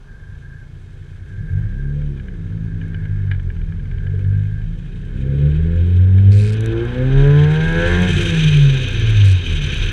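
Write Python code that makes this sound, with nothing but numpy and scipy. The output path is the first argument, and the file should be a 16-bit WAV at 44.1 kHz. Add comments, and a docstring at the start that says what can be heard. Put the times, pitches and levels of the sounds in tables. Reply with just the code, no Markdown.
"""A car engine idles, revs, pulls away and is let off, heard inside a closed camera housing on the car's flank.
The engine is a stack of sine waves locked to its firings, made louder or softer by exhaust, body and housing.
The road shakes the body panel into two wavering hums and a rumble, under a broad tyre roar of filtered noise.
Wind noise rises over the housing, with a whistle. Stones and grit tick as short bursts, low knocks ring the
panel, and the loose mount buzzes in time with the firings. A steady hiss lies below."""
import sys
import numpy as np
from scipy import signal
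from scipy.io import wavfile
from scipy.ndimage import uniform_filter1d

SR = 44100
rng = np.random.default_rng(int(sys.argv[2]) if len(sys.argv) > 2 else 0)


def master(y):
    """Save y as 16-bit WAV."""
    cut = np.clip(np.atleast_2d(y).T, -1, 1)
    pcm = np.round(cut * 32767)  # scale
    wavfile.write(sys.argv[1], SR, pcm.astype(np.int16))


N = 437472
T = np.arange(N) / SR  # time in seconds


def gain_of(db):
    """Turns decibels into a multiplying gain."""
    return 10 ** (np.asarray(db) / 20)


def evened(x):
    """Scales a sound to an rms of 1."""
    return x / np.sqrt(np.mean(x ** 2) + 1e-20)


def noise():
    """White noise of rms 1, as long as the scene."""
    return rng.standard_normal(N)


def columns(rows):
    """Draws straight lines between the rows of a table: one curve for each column after the time."""
    seconds, *rest = np.transpose(rows)
    return [np.interp(T, seconds, column) for column in rest]


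def spans(rows, rise_s, fall_s):
    """Gain that fades in and out within each (start, end, dB) row and is zero elsewhere."""
    return sum(gain_of(db) * np.clip(np.minimum((T - start) / rise_s, (end - T) / fall_s), 0, 1)
               for start, end, db in rows)


def ringing(modes, hz):
    """Gain of a set of resonances at hz; their powers add."""
    powers = ((gain_of(db) / (1 + (2 * (hz - centre) / width) ** 2) ** 0.65) ** 2
              for centre, width, db in modes)
    return np.sqrt(sum(powers))


def read(points, hz):
    """Gain of a spectrum table at hz, in straight lines over the logarithm of frequency."""
    table_hz, db = np.transpose(points)
    return gain_of(np.interp(np.log(hz + 1), np.log(table_hz + 1), db))


def shaped(x, gain):
    """Filters x without pre-echo by a gain that depends on Hz; white noise keeps its overall level."""
    log_gain = np.log(gain(abs(np.fft.fftfreq(16384, 1 / SR))) + 1e-5)
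    taps = np.fft.ifft(np.exp(np.conj(signal.hilbert(log_gain)))).real[:8192]
    return signal.oaconvolve(x, taps / np.linalg.norm(taps))[:N]


def wander(per_s):
    """Random wandering of rms 1, quicker for a higher per_s."""
    span = max(int(SR / 64 / per_s), 2)
    slow = rng.standard_normal(N // 64 + 1)  # one value every 64 samples
    for _ in range(2):
        slow = uniform_filter1d(slow, span)
    return np.interp(T, np.arange(len(slow)) * 64 / SR, evened(slow))


def train(times, db):
    """Single samples at the given times, to be given a sound by a filter."""
    out = np.zeros(N)
    np.add.at(out, np.clip((np.asarray(times) * SR).astype(int), 0, N - 1), gain_of(db))
    return out


# The engine's run. Each row: time in seconds, firing rate in Hz, load in dB, extra dB on orders 3 to 7.
ENGINE = [(0.0, 24.15, -47, -8), (0.05, 25.43, -40, -9), (0.5, 27.79, -39.5, -9),
          (1.19, 29.17, -38.5, -1.3), (1.3, 30.73, -40, -11), (1.41, 35.27, -39.5, 7.3),
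          (1.6, 51.43, -32.5, -1.5), (1.79, 68.23, -35.5, -0.8), (2.02, 73.6, -35.5, 2),
          (2.18, 67.43, -35.5, -3.5), (2.4, 54.96, -41.5, 8), (2.62, 53.84, -33, 2.8),
          (2.9, 54.2, -41, 9.5), (3.26, 48.66, -34, -1), (3.65, 39.57, -30, -0.2), (3.81, 41.86, -34.5, 5),
          (3.98, 45.82, -40.5, 4), (4.34, 49.77, -29, -4), (4.61, 52.64, -34, 0), (5.03, 59.35, -43, 6.5),
          (5.14, 63.7, -37, 1), (5.22, 66.25, -29.5, -2), (5.47, 72.66, -26, -6.3),
          (5.66, 82.26, -28.5, -7.5), (5.8, 85.86, -26.5, -10.5), (6.02, 92.0, -33, -6),
          (6.3, 99.2, -30, -5.5), (6.57, 108.9, -30.7, -2.5), (6.77, 114.2, -32, 7.5),
          (6.9, 121.5, -26.5, 2.5), (7.07, 130.6, -25, -1), (7.21, 138.7, -30, 8.5),
          (7.45, 150.1, -29, 2.5), (7.71, 163.5, -33.5, 8), (7.9, 173.3, -34, 8.5),
          (8.04, 180.8, -27.5, 10), (8.15, 178.4, -35.5, 2), (8.26, 170, -33, -4.5), (8.34, 163.4, -32, 3),
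          (8.56, 146.9, -30, -9), (8.76, 132.7, -29.5, 8), (8.95, 119.8, -27, -1.5),
          (9.23, 100.4, -28.5, 1.5), (9.45, 84.8, -37, 11), (9.67, 69.1, -32.5, -5), (9.92, 57.5, -35, -10)]


def firings():
    """Running count of firings: the firing rate added up over time."""
    return np.cumsum(columns(ENGINE)[0]) / SR


# How exhaust and body pass the whole orders on. Each row: frequency in Hz, gain in dB.
PATH = [(20.0, -13), (42.0, -4), (56.0, -6), (75.0, 0.1), (84.0, 3.5), (92.0, 14.5), (99.0, 16.5),
        (108.0, 7.5), (122.0, -4), (132.0, 6.5), (143.0, 13.5), (156.0, 10), (170.0, 7), (177.0, 5),
        (195.0, 6), (212.0, 2), (232.0, -7), (255.0, 0), (285.0, 1.3), (320.0, -8), (330, 3), (343, 7),
        (352, 9), (362.0, -11), (385.0, -2.2), (423.0, 8), (470.0, 1.5), (488, -4.5), (500, 7), (512, 11.5),
        (530.0, -14.5), (560.0, -3.5), (600.0, -9), (720, -4), (900, 2), (1060, 6), (1150, -16)]
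# Dead spots where the paths cancel. Each row: centre in Hz, half width in Hz, gain at the centre in dB.
NULLS = [(124.2, 1.6, -12.5), (170.95, 1.3, -11.5)]


def passage(hz):
    """Gain of the way through exhaust and body, with its dead spots."""
    dead_spot_db = sum(db / (1 + ((hz - centre) / half_width) ** 2) for centre, half_width, db in NULLS)
    return read(PATH, hz) * gain_of(dead_spot_db)


# Strengths of whole firing orders 1 to 7, one value each in dB, relative to the load.
WHOLE_DB = [9, 0.72, -4, -10, -16, -21.5, -24]
# Further level of orders 4 to 7. Each row: time in seconds, level in dB.
UPPER = [(0, 1.5), (.55, 5.5), (1.2, 2.5), (1.6, -1), (2.4, -1), (3.7, 1.5), (4.9, -2), (5.3, 3.5),
         (5.9, 9), (6.3, 5.5), (6.9, -1.5), (7.3, -0.5), (7.7, 2), (8.1, -6.5), (8.4, 1), (9.92, -1)]
# Throttle shut: whole orders 2 to 7 drop. The three values: start and end in seconds, change in dB.
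OVERRUN = (8.38, 9.5, -12.5)


def whole_orders():
    """Sines at 1 to 7 times the firing rate swell as they cross the booms of exhaust and body."""
    hz, load_db, extra_db = columns(ENGINE)
    upper_db, angle, out = columns(UPPER)[0], 2 * np.pi * firings(), 0
    start, end, change_db = OVERRUN
    shut_db = change_db * np.clip(np.minimum(T - start, end - T) / 0.074, 0, 1)
    for order, db in enumerate(WHOLE_DB, 1):
        drive_db = db + load_db + 1.2 * wander(25)
        if order > 1:
            drive_db = drive_db + shut_db
        if order > 2:
            drive_db = drive_db + extra_db
        if order > 3:
            drive_db = drive_db + upper_db + 2.2 * wander(9.1)
        path = np.repeat(passage(order * hz[::64]), 64)[:N]  # worked out every 64 samples
        out = out + path * gain_of(drive_db) * np.sin(order * angle + order)
    return np.sqrt(2) * out


# The other multiples of the firing rate. 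Each row: order, relative level in dB.
ORDER_DB = [(.5, -8.5), (1.5, -13.5), (2.5, 9), (3.5, 2), (4.5, 9.5), (5.5, 10.5), (6.5, 4), (7.5, -9.5),
            (8, 7), (8.5, -2), (9, 5.5), (9.5, -0.5), (10, 5.5), (10.5, -0.5), (11, 0.5), (11.5, 0.5),
            (12, 3.5), (12.5, -7), (13, -2), (13.5, 3), (14, -2)]
# Rasp: drive of the orders above 2 in this set. Each row: time in seconds, level in dB.
RASP = [(0, -66), (1.2, -65), (1.5, -57.5), (3.5, -60), (5.2, -60.5), (5.55, -57.5), (5.9, -53.5),
        (6.4, -52.5), (6.75, -44.5), (7.0, -52), (7.2, -38.5), (7.55, -39.5), (7.9, -28), (8.1, -36.5),
        (8.2, -54), (8.6, -53), (9.92, -69)]
# What the body panel rings with. Each row: centre in Hz, width in Hz, relative level in dB.
PANEL = [(34.36, 2.115, -17), (55.7, 9.2, 7.5), (94.9, 18.62, 10.5), (146, 29.6, 7), (188, 51.6, -11),
         (245, 110, -7), (346, 14, -3.5), (411, 77, -4.5), (507.8, 8.2, -4.5), (765, 530, -23.5),
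         (890, 230, -24), (1026, 24, -16)]
# What the housing rings with. Each row: centre in Hz, width in Hz, relative level in dB.
HOUSING = [(1606, 83, 12.5), (1701, 160, 11.5), (1539, 175, 10), (2170, 130, 7.5), (2492, 248, 1),
           (3120, 400, -0.5), (3720, 266, -3.5), (6115, 420, -4.5), (7200, 3000, -43), (9700, 1000, -50.5)]
HALF_DB = 3.5  # orders .5 and 1.5 against the load


def rasp_orders():
    """Half orders from unequal cylinders, and whole ones from 8 up, swell on panel and housing modes."""
    hz, load_db, _ = columns(ENGINE)
    rasp_db, angle, out = columns(RASP)[0], 2 * np.pi * firings(), np.zeros(N)
    for order, db in ORDER_DB:
        coarse_hz = order * hz[::64]
        body = np.hypot(ringing(PANEL, coarse_hz), gain_of(-16.5) * ringing(HOUSING[:4], coarse_hz))
        drive_db = (rasp_db if order > 2 else load_db + HALF_DB)[::64] + db
        uneven_db = 2 * wander(7)[::64]  # the burn drifts
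        level = np.repeat(body * gain_of(drive_db + uneven_db), 64)[:N]
        out += level * np.sin(order * angle + 2 * np.pi * rng.random())
    return np.sqrt(2) * out


def engine():
    """All sine waves locked to the firings, added together."""
    return whole_orders() + rasp_orders()


# Road shake. Each row: time in seconds, then dB of the 35 Hz hum, the 94 Hz hum, the rumble and the drone.
ROAD = [(0, -37.5, -58, -42, -54), (.5, -43, -43, -35.5, -58.5), (1.1, -50, -35.5, -48, -55.5),
        (1.4, -30, -36, -27, -52), (1.9, -22.5, -38.5, -44, -46.5), (2.5, -33, -28, -34, -46.5),
        (3.2, -24.5, -27.5, -46, -48), (3.9, -23, -29.5, -24.5, -47.5), (4.2, -33, -35.5, -29, -42),
        (4.6, -28, -39.5, -33, -51.5), (5.05, -26, -34, -29, -45.5), (5.35, -26, -41, -28.5, -31.5),
        (5.7, -22.5, -40.5, -33, -38.5), (6.1, -29, -29, -30.5, -39), (6.8, -34.5, -28, -38, -33.5),
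        (7.2, -13.5, -27, -39, -32.5), (7.45, -29, -19.5, -27, -38.5), (7.7, -20, -36, -20.5, -30),
        (7.95, -29, -22, -24, -30), (8.17, -25, -26, -16, -29), (8.5, -18.5, -30, -28, -32),
        (9.1, -23.5, -23, -38, -32.5), (9.35, -24, -44, -30, -37), (9.92, -21, -39, -22.5, -34)]
# Jolts that swell the hums. Each row: centre in seconds, length in seconds, dB at 35 Hz, dB at 94 Hz.
JOLTS = [(1.659, 0.077, -42, -19), (2.516, 0.16, -40, -26.5), (2.76, 0.16, -29, -34),
         (2.96, .12, -40, -30.5), (3.231, 0.38, -37, -25), (3.66, .25, -23.5, -51), (4.25, 0.11, -26, -36),
         (4.679, 0.22, -21.5, -43.5), (5.169, .2, -28, -29.5), (6.18, .15, -45, -25.5),
         (6.7, 0.091, -28, -45), (6.86, 0.092, -33, -29), (7.297, .12, -25, -25.5), (7.91, .2, -18, -17),
         (8.233, 0.095, -26, -17.5), (8.51, .15, -31, -20), (9.024, .15, -35, -23),
         (9.56, 0.19, -17.5, -19.5), (9.831, 0.13, -16, -20.5)]


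def hum(db, mode, column):
    """One panel mode kept humming by tyres and mounts, its pitch and level unsteady and swelled by jolts."""
    hz, width, _ = mode
    angle = 2 * np.pi * np.cumsum(hz + 0.287 * width * wander(5.43)) / SR
    jolts = sum(gain_of(peaks[column]) * np.exp(-(2 * (T - s) / length) ** 2) for s, length, *peaks in JOLTS)
    steady = gain_of(db + 1.7 * wander(15)) * np.hypot(.6, np.tanh(wander(5)))
    return np.sqrt(2) * np.hypot(steady, jolts) * np.sin(angle)


def road():
    """Shaking from tyres and mounts: two hums, and noise that rings the panel as rumble and drone."""
    low_db, boom_db, rumble_db, drone_db = columns(ROAD)
    out = hum(low_db, PANEL[0], 0) + hum(boom_db, PANEL[2], 1)
    for db, modes in ((rumble_db, PANEL[:4]), (drone_db, PANEL[4:9])):
        out += gain_of(db) * evened(shaped(noise(), lambda hz: ringing(modes, hz) ** 1.28))
    return out


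# Tyre roar above the drone. Each row: time in seconds, level in dB.
TYRES = [(0, -58.5), (1.02, -65), (3, -59), (5.03, -63), (5.52, -56), (6.27, -58.5), (6.66, -47.5),
         (6.9, -41), (7.4, -50), (7.84, -52), (8.1, -46), (9.09, -46.5), (9.92, -48)]


def tyres():
    """A broad roar: noise carried by the panel's upper modes."""
    roar = shaped(noise(), lambda hz: ringing(PANEL[9:] + [(1440, 380, -18.0)], hz))
    return gain_of(columns(TYRES)[0]) * evened(roar)


def firing_puffs():
    """Steady noise with an extra burst at each firing that fades before the next."""
    return (1.2 + np.exp(-(firings() % 1) / 0.23) * gain_of(2.5 * wander(35))) * noise()


# Noise in the housing. Each row: time in seconds, engine chatter in dB, spitting of fine grit in dB.
AIR = [(0, -59.5, -81), (.94, -56.5, -71), (1.55, -50.5, -75), (2.1, -53, -77), (2.65, -53, -80),
       (3.01, -47, -79), (3.62, -53, -81), (4.3, -49.5, -75), (4.8, -53.5, -72.5), (5.5, -44.5, -69),
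       (6.2, -47, -67), (6.52, -41, -77), (6.9, -37.5, -68), (7.21, -36.5, -63.5), (7.4, -31.5, -58),
       (7.73, -34, -53), (7.9, -27.5, -49.5), (8.29, -29, -42.5), (8.6, -34.5, -49.5), (9.06, -35.5, -57),
       (9.2, -34, -54), (9.39, -40, -58), (9.7, -34, -51), (9.92, -35.5, -57)]


def chatter():
    """Engine chatter: noise puffing with each firing rings the housing's lower modes."""
    puffs = shaped(firing_puffs(), lambda hz: ringing(HOUSING[:4], hz))
    return gain_of(columns(AIR)[0]) * evened(puffs)


# When the housing's narrow ring is heard. Each row: start in seconds, end in seconds, level in dB.
SING = [(.05, .4, -50), (.4, .66, -45.5), (1.27, 1.95, -46), (2.62, 3.3, -50), (3.9, 4.66, -49)]


def housing_ring():
    """Noise puffing with each firing rings two narrow modes of the housing, which come and go."""
    sing = shaped(firing_puffs(), lambda hz: ringing([(1595.5, 70, 0), (1714, 64, -3.5)], hz) ** 2)
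    return spans(SING, 0.039, 0.039) * evened(sing)


# Wind over the housing. Each row: time in seconds, level in dB.
WIND = [(0, -67), (.77, -62.5), (2.24, -60), (3.86, -59.5), (5.11, -55), (5.41, -50), (6.3, -48.5),
        (6.55, -41), (7.04, -43), (7.2, -36.5), (7.52, -35.5), (7.93, -28), (8.4, -25.5), (8.7, -28),
        (9.2, -27), (9.36, -32.5), (9.73, -27), (9.92, -29.5)]


def wind(gusts):
    """Gusty noise coloured by the housing's middle modes."""
    rush = shaped(gusts * noise(), lambda hz: ringing(HOUSING[4:7], hz) ** 1.07)
    return gain_of(columns(WIND)[0]) * evened(rush)


WHISTLE_DB, WIND_REF_DB = -45.5, -28  # whistle level when the wind is at its reference level
WHISTLE_SLOPE, WHISTLE_FLOOR_DB = 1.4, -76.5  # dB of whistle per dB of wind, and its lowest level


def whistle(gusts):
    """The wind's 6 kHz whistle, narrow gusty noise that grows faster than the wind."""
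    db = WHISTLE_DB + WHISTLE_SLOPE * (columns(WIND)[0] - WIND_REF_DB)
    tone = shaped(gusts * noise(), lambda hz: ringing(HOUSING[7:8], hz) ** 1.4)
    return gain_of(np.maximum(db, WHISTLE_FLOOR_DB)) * evened(tone)


# Colour of sharp cracks; each user softens it. Each row: frequency in Hz, relative level in dB.
CRACK = [(1060, -39), (1800, -4), (2520, 16.5), (2970, -6.5), (3930, 6.5), (6850, -9), (8440, -5),
         (13200, -36.5), (15800, -42.5)]


def grit(gusts):
    """Fine grit spits: some 600 random grains a second over noise, coloured by the housing's top modes."""
    sizes = gain_of(3.6 * np.minimum(rng.exponential(1, N), 3))
    grains = sizes * (rng.random(N) < 600 / SR) * rng.choice([-1, 1], N)
    spit = gusts * gain_of(1.8 * wander(40)) * (evened(grains) + 0.85 * noise())
    spit = shaped(spit, lambda hz: ringing(HOUSING[8:], hz) * read(CRACK, hz) ** 0.24)
    return gain_of(columns(AIR)[1]) * evened(spit)


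def air():
    """The noises of the housing; wind, whistle and grit share the same gusts."""
    gusts = gain_of(0.83 * wander(14) + 1.91 * wander(110))
    return chatter() + housing_ring() + wind(gusts) + whistle(gusts) + grit(gusts)


# Dull ticks. Each row: start in seconds, level in dB before the colouring.
TICKS = [(1.3657, -48), (2.0151, -38), (2.175, -39), (2.1974, -35), (2.2836, -36), (2.8135, -33.5),
         (2.8527, -50), (2.9322, -40), (2.9444, -28.5), (3.0536, -33), (3.098, -45), (3.3098, -32),
         (3.3137, -20), (3.3222, -30), (3.3338, -31), (3.347, -34), (3.3966, -33.5), (3.501, -33),
         (3.564, -38), (3.615, -38), (3.688, -41), (3.722, -37), (3.7959, -38), (3.855, -37.5),
         (3.9127, -34), (3.983, -36), (4.0673, -31), (4.155, -42), (4.1919, -33.5), (4.2436, -34.5),
         (4.6148, -37), (6.1832, -32), (6.6472, -47), (6.6578, -34), (6.764, -50)]
# Colour of a dull tick. 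Each row: frequency in Hz, relative level in dB.
STONE = [(300, -44), (700, -19.5), (1000, -15), (1210, -22.5), (1660, 5.5), (1890, -11.5), (2370, -4),
         (2670, -24.5), (2990, -8), (3300, -15), (4160, -29.5), (9000, -65.5), (11700, -92.5),
         (19800, -120)]
TICK_T60_S = 0.028  # seconds to fall by 60 dB


def dull_ticks():
    """Stones strike the underbody: each a quickly fading burst of dull noise."""
    dull, t = np.zeros(N), T[:4000]
    for start, db in TICKS:
        at = round(start * SR)
        envelope = gain_of(db - 60 * t / TICK_T60_S) * np.minimum(t / 0.00032, 1)
        burst = envelope * rng.standard_normal(len(t))
        dull[at:at + len(t)] += burst[:N - at]
    return shaped(dull, lambda hz: read(STONE, hz))


# Treble clicks. Each row: start in seconds, level in dB before the colouring.
CLICKS = [(2.8811, -46.5), (3.4306, -49), (3.4481, -55), (4.0679, -57), (4.1914, -47), (4.2762, -49),
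          (4.789, -48), (6.5451, -52), (6.5945, -54), (6.6075, -25.5), (6.6364, -42), (6.6457, -41),
          (6.66, -23), (6.7196, -46), (6.8518, -37), (7.1344, -50), (7.1818, -38), (7.2746, -37),
          (7.7268, -32), (8.0203, -24), (8.1257, -40), (8.4395, -41), (8.5722, -27), (8.6498, -31),
          (8.7849, -33), (8.8855, -26), (8.9306, -31), (8.9981, -28), (9.0962, -29), (9.1043, -29),
          (9.1833, -40), (9.2447, -28), (9.2565, -26), (9.2842, -25), (9.3157, -24.5), (9.3271, -29),
          (9.358, -36), (9.4544, -37), (9.5528, -36), (9.621, -37), (9.7445, -27), (9.7817, -28),
          (9.839, -34), (9.862, -29)]


def clicks():
    """Stones also click: one 7 ms snap of noise, repeated at each level and kept above 2200 Hz."""
    snap = rng.standard_normal(300) * gain_of(-60 * T[:300] / .007)
    sharp = signal.oaconvolve(train(*np.transpose(CLICKS)), snap)[:N]
    return shaped(sharp, lambda hz: read(CRACK, hz) ** .4 * (hz > 2200))


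# Low knocks. Each row: start in seconds, level in dB before the ring's rise and decay.
KNOCKS = [(4.136, -28.5), (4.324, -33)]
KNOCK_HZ, KNOCK_T60_S = 434, 0.11  # pitch in Hz, seconds to fall by 60 dB


def knocks():
    """Short blows on one mode of the panel: a sine that rises fast and dies away."""
    t = T[:8000]
    envelope = np.minimum(t / 0.0051, 1) * gain_of(-60 * t / KNOCK_T60_S)
    ring = envelope * np.sin(2 * np.pi * KNOCK_HZ * t)
    return signal.oaconvolve(train(*np.transpose(KNOCKS)), ring)[:N]


# When the mount buzzes. Each row: start in seconds, end in seconds, relative level in dB.
BUZZ = [(6.312, 6.515, -41), (6.519, 6.545, -40), (6.56, 6.58, -50), (9.245, 9.335, -39.5)]


def buzz():
    """The loose mount knocks twice a firing, hard then soft, and rattles in between."""
    turns = 2 * firings()
    count = turns.astype(int)
    size = gain_of(3 * rng.uniform(-1, 1, count[-1] + 1))[count]  # each knock differs
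    size = size * np.where(count % 2, .35, 1)
    knocking = .45 + 3.2 * size * np.exp(-(turns % 1) / .22)
    rattle = spans(BUZZ, .003, .008) * gain_of(1.2 * wander(60)) * knocking * noise()
    return shaped(rattle, lambda hz: read(CRACK, hz) ** 0.7)


def scene():
    """All sources at the one microphone."""
    return (engine() + road() + tyres() + air() + dull_ticks() + clicks() + knocks() + buzz())[None]


# The microphone port dulls the top. Each row: frequency in Hz, gain in dB.
PORT = [(100, -1.5), (9500, -1.5), (11000, -4.5), (13000, -4.5), (15500, -13.5)]


def port_gains():
    """Frequencies in Hz and gains of the microphone port."""
    hz = np.linspace(0, SR / 2, 65)
    return hz, read(PORT, hz)


# Colour of the hiss. Each row: frequency in Hz, relative level in dB.
HISS = [(120, -49.5), (200, 7), (249, -8.5), (408, -1.5), (879, -12), (1610, -14), (2000, -38), (3280, -16),
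        (9820, -29.5), (15800, -47)]
HISS_DB, EDGE_HZ = -58.5, 15700  # hiss rms before the band limit, and that limit in Hz


def record(dry):
    """The microphone port, a steady floor of hiss, then the band limit."""
    heard = signal.oaconvolve(dry, signal.firwin2(255, *port_gains(), fs=SR)[None], "same")
    heard = heard + gain_of(HISS_DB) * shaped(noise(), lambda hz: read(HISS, hz))
    low_pass = signal.firwin(511, EDGE_HZ, window=("kaiser", 9), fs=SR)
    return signal.oaconvolve(heard, low_pass[None], "same")


dry = scene()
out = record(dry)
master(out)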